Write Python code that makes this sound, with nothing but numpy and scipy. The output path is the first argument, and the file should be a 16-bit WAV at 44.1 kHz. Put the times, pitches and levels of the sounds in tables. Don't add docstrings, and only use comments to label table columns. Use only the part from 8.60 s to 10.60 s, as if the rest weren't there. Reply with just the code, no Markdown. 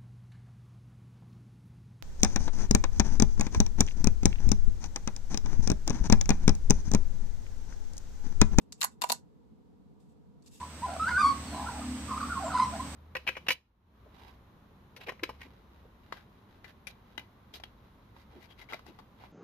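import sys
import numpy as np
from scipy import signal
from scipy.fft import rfft, irfft, next_fast_len
from scipy.io import wavfile
from scipy.ndimage import uniform_filter1d, map_coordinates

SR = 44100
rng = np.random.default_rng(int(sys.argv[2]) if len(sys.argv) > 2 else 0)


def generate_wav(signal):
    frames = np.transpose(np.atleast_2d(signal))
    scaled = np.clip(frames, -1, 1) * 32767
    pcm = np.round(scaled).astype(np.int16)
    wavfile.write(sys.argv[1], SR, pcm)


N = 88200
SNAP_SIZE = 2048


def amp(db):
    return 10 ** (np.asarray(db) / 20)


def unit(x):
    return x / np.sqrt(np.mean(x ** 2) + 1e-20)


def decay(t, t60):
    return np.exp(-np.log(1000) * t / t60)


def along(points, hz):
    point_hz, value = np.transpose(points)
    return np.interp(np.log(hz + 1), np.log(point_hz + 1), value)


def peaks_db(peaks, hz):
    return sum(db / (1 + ((hz - centre) / width) ** 2) for centre, width, db in peaks)


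def pan(db):
    return amp(np.array([[db], [-db]]) / 2)


def add(track, s, sound):
    part = track[:, max(0, round(s * SR)):][:, :sound.shape[1]]
    part += sound[:, :part.shape[1]]


def filtered(x, response):
    size = next_fast_len(N + SR // 2)
    hz = np.fft.rfftfreq(size, 1 / SR)
    return irfft(rfft(x, size) * response(hz), size)[..., :N]


def causal(gain_db):
    cepstrum = irfft(np.log(amp(gain_db)))
    half = len(cepstrum) // 2
    cepstrum[1:half] *= 2
    cepstrum[half + 1:] = 0
    return np.exp(rfft(cepstrum))


def noise(colour, alike):
    def mid_side_gains(hz):
        turn = np.arccos(np.clip(along(alike, hz), -1, 1)) / 2
        return amp(colour(hz)) * [np.cos(turn), np.sin(turn)]

    mid, side = filtered(rng.standard_normal((2, N)), mid_side_gains)
    return unit(np.array([mid + side, mid - side]))


def background():
    # frequency in Hz, relative level in dB per Hz.
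    rumble_colour = [(20, -41.5), (35, -19.5), (50, -10), (85, -2.5), (125, 0.5), (170, -1), (250, -8),
                     (310, -7.5), (370, -10), (450, -11), (600, -24), (900, -21), (1500, -36),
                     (3000, -59.5)]
    # frequency in Hz, relative level in dB per Hz.
    hiss_colour = [(300, -23.5), (1200, 1.5), (2000, 1), (4200, 0.5), (5500, -5), (8400, -7), (9700, -20.5),
                   (10700, -11.5), (11700, -3.5), (12500, -17.5), (13500, -29.5)]
    # frequency in Hz, left-right likeness from 0 to 1.
    floor_alike = [(60, 0.95), (200, 0.89), (400, 0.92), (620, 0.15), (850, .55), (1200, 0.067),
                   (3000, 0.044)]
    rumble_db, drone_db, hiss_db = -58, -67.5, -83.5
    drone_hz, drone_width_hz = 212.8, 62

    def drone_colour(hz):
        return -20 * np.log10(1 + (2 * (hz - drone_hz) / drone_width_hz) ** 2)

    rumble = noise(lambda hz: along(rumble_colour, hz), floor_alike)
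    drone = noise(drone_colour, floor_alike)
    hiss = noise(lambda hz: along(hiss_colour, hz), floor_alike)
    return amp(rumble_db) * rumble + amp(drone_db) * drone + amp(hiss_db) * hiss


def room(x):
    # frequency in Hz, t60 in seconds.
    room_t60 = [(200, 0.15), (900, 0.16), (2500, 0.12), (7000, 0.14), (12000, 0.065), (16000, 0.061)]
    # frequency in Hz, relative level in dB.
    room_colour = [(200, 6.5), (500, -3.5), (750, -5), (1000, -7), (1600, 0.5), (3000, -4.5), (7000, 0),
                   (12000, 3), (13500, -7), (16000, -7.5)]
    delay_s, build_s = 0.0019, 0.001
    hz, t, grid = signal.stft(rng.standard_normal((2, SR // 2)), SR, nperseg=256)
    fade = decay(t, along(room_t60, hz)[:, None])
    colour = amp(along(room_colour, hz))[:, None]
    tail = signal.istft(grid * fade * colour, SR, nperseg=256)[1]
    tail_t = np.arange(tail.shape[1]) / SR
    tail = tail * np.clip((tail_t - delay_s) / build_s, 0, 1)
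    tail = tail / np.linalg.norm(tail, axis=1, keepdims=True)
    return signal.fftconvolve(x, tail, axes=1)[:, :N]


def crack(colour):
    # centre in Hz, half-width in Hz, boost in dB.
    card_peaks = [(2750, 110, 7), (3630, 98, 7.5), (4303, 160, 6), (5380, 220, 3.5), (7230, 73, 1.5),
                  (11740, 330, 6.5)]
    share = 0.52
    attack_s, hold_s = 0.00025, 0.0013
    body_t60_s = 0.013
    treble_hz, treble_t60_s = 5860, 0.006
    t = np.arange(SNAP_SIZE) / SR
    hz = np.fft.rfftfreq(SNAP_SIZE, 1 / SR)
    fibres = rng.standard_normal((3, SNAP_SIZE))
    pair = np.sqrt(share) * fibres[0] + np.sqrt(1 - share) * fibres[1:]
    pair = pair * np.minimum(t / attack_s, 1)
    after_hold = np.maximum(t - hold_s, 0)
    body = rfft(pair * decay(after_hold, body_t60_s))
    top = rfft(pair * decay(after_hold, treble_t60_s))
    treble = hz ** 2 / (hz ** 2 + treble_hz ** 2)
    bursts = (1 - treble) * body + treble * top
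    broad_db = 10 * np.log10(uniform_filter1d(abs(bursts) ** 2, size=70, axis=1))
    wanted_db = colour(hz) + peaks_db(card_peaks, hz)
    return np.array([irfft(burst * causal(wanted_db - own_db)) for burst, own_db in zip(bursts, broad_db)])


def ring(hz, t60):
    t = np.arange(3 * SNAP_SIZE) / SR
    attack_s = 0.001
    return np.sin(2 * np.pi * hz * t) * decay(t, t60) * (1 - np.exp(-t / attack_s))


def fingers():
    # start in seconds, level in dB.
    touches = [(0.1227, -12), (1.823, -39.5), (1.8609, -30.5), (1.8767, -30)]
    # frequency in Hz, level in dB.
    tick_colour = [(300, -22.5), (1000, -6.5), (1600, -13), (2800, -9), (3500, -10.5), (4400, 2),
                   (5800, -2.5), (7700, 4), (9600, -12.5), (11600, -13.5), (13200, -26), (17000, -34)]
    # start, length, attack and release in seconds, level in dB.
    slides = [(0.008, 0.019, 0.0069, 0.014, -74.5), (0.163, 0.039, 0.045, 0.011, -65.5),
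              (0.297, .03, 0.023, .012, -69), (0.416, 0.018, 0.0071, 0.042, -53),
              (0.458, 0.09, 0.05, 0.017, -54.5), (1.394, 0.021, 0.0074, 0.055, -78.5),
              (1.481, 0.033, 0.019, 0.019, -83.5), (1.83, 0.047, 0.04, .012, -64.5),
              (1.898, 0.049, 0.042, 0.051, -58)]
    # frequency in Hz, relative level in dB per Hz.
    rub_colour = [(300, -4), (1000, -11), (1600, -8.5), (2800, -5), (3600, -2), (5500, -3), (7900, 1.5),
                  (9700, -7), (11700, 0.5), (13200, -16.5), (15500, -18), (17000, -28)]
    # centre in Hz, half-width in Hz, boost in dB.
    rub_peaks = [(2710, 120, 11), (3620, 130, 7.5), (5100, 180, 6.5), (6700, 180, 4), (7900, 280, 4.5)]
    grain_db, grains_per_s = 3, 250
    t = np.arange(N) / SR
    pressure = np.zeros(N)
    for s, length, attack, release, db in slides:
        rise = np.clip((t - s) / attack, 0, 1)
        fall = np.exp(-np.maximum(t - s - length, 0) / release)
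        pressure += amp(db) * rise * fall
    grain = amp(grain_db * map_coordinates(rng.standard_normal(N), [t * grains_per_s]))
    skin = noise(lambda hz: along(rub_colour, hz) + peaks_db(rub_peaks, hz), [(1000, 0.62)])
    out = pressure * unit(grain * skin)
    for s, db in touches:
        add(out, s, amp(db) * crack(lambda hz: along(tick_colour, hz)))
    return out


def tearing():
    # start in seconds, crack level in dB, brightest frequency in Hz,
    # its boost in dB, tilt in dB per octave, pop level in dB, pop pitch in Hz, thump level in dB,
    # tab ring level in dB, knock level in dB, left minus right of the crack in dB.
    bridges = [(0.2068, -17.5, 11400, 7.5, 1.43, -52, 1000, -66, -66.5, -76, -3.5),
               (.2140, -1, 3630, 9, -2.3, -28.5, 1110, -58.5, -46, -64, -2),
               (0.2277, -0.5, 6900, 6.5, -5.06, -26.5, 1070, -56, -37.5, -65, -3.5),
               (0.241, -1, 11100, 7.5, -0.06, -18, 1007, -46.5, -36.5, -62, -1.5),
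               (0.4133, -14.5, 2800, 2, -2, -37.5, 997, -47, -59, -66.5, 0),
               (0.4183, -2, 3800, 5, -2.2, -22.5, 1000, -37.5, -47, -49.5, 2.5),
               (0.4379, -6.5, 2700, 9, -1.5, -14.5, 950, -23, -46, -57.5, 1.5),
               (0.4906, -15.5, 4930, 0.5, 1.7, -37, 895, -42.5, -60.5, -68, 3),
               (0.4986, -0.5, 4000, 6.5, -2.9, -18.5, 950, -17.5, -50, -43, 2),
               (.5190, 1.5, 4222, 5.5, 3.74, -21, 926, -29.5, -50.5, -47, 1.5)]
    # frequency in Hz, level in dB.
    crack_colour = [(200, -19.5), (600, -19.5), (1100, -10), (1500, -5), (2000, -5.5), (2800, -3),
                    (3300, -8), (4300, -0.5), (5600, -4), (7400, 4), (9400, -6.5), (11500, -2),
                    (13300, -13), (15300, -6.5), (17000, -25)]
    # multiple of the pop pitch, level in dB, t60 in seconds,
    # left minus right in dB.
    flex_modes = [(1.02, 1, 0.026, -0.5), (.85, -8, 0.021, -13.5)]
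    # frequency in Hz, mean level in dB, t60 in seconds.
    tab_modes = [(1232.3, -5, .09), (1470, -1.5, 0.1), (1602, -4, .07), (1760, -3, .07),
                 (1984.5, -2, 0.061), (2749, -3.5, 0.049)]
    bright_octaves, tab_scatter_db = 0.42, 1.5
    low_cut_hz = 396
    thump = pan(-9) * ring(720, t60=0.012)
    knock = ring(235, t60=0.09)[None]
    paper, grip = np.zeros((2, N)), np.zeros((2, N))
    for s, crack_db, bright_hz, bright_db, tilt, pop_db, pop_hz, thump_db, tab_db, knock_db, side_db in bridges:
        def octaves(hz, centre_hz):
            return np.log2(np.maximum(hz, pop_hz) / centre_hz)

        def colour(hz):
            bright = bright_db * np.exp(-(octaves(hz, bright_hz) / bright_octaves) ** 2)
            return along(crack_colour, hz) + tilt * octaves(hz, centre_hz=5000) + bright

        pop = sum(amp(db) * pan(lean_db) * ring(multiple * pop_hz, t60)
                  for multiple, db, t60, lean_db in flex_modes)
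        tab = sum(amp(db + rng.normal(0, tab_scatter_db, (2, 1))) * ring(hz, t60)
                  for hz, db, t60 in tab_modes)
        add(paper, s, amp(crack_db) * pan(side_db) * crack(colour))
        add(paper, s, amp(pop_db) * pop + amp(thump_db) * thump + amp(tab_db) * tab)
        add(grip, s, amp(knock_db) * knock)
    low_cut = signal.butter(4, low_cut_hz, "high", fs=SR, output="sos")
    return grip + signal.sosfilt(low_cut, paper)


def scene():
    room_db, floor_pan_db = -13, -1.1
    ticket = tearing() + fingers()
    return ticket + amp(room_db) * room(ticket) + pan(floor_pan_db) * background()


def record(dry):
    right_lag_s, top_hz, top_order = 0.0042, 16200, 90
    delay_s = np.array([[0], [right_lag_s]])

    def response(hz):
        lag = np.exp(-2j * np.pi * hz * delay_s)
        return lag / (1 + (hz / top_hz) ** top_order)

    return filtered(dry, response)


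dry = scene()
out = record(dry)
generate_wav(out)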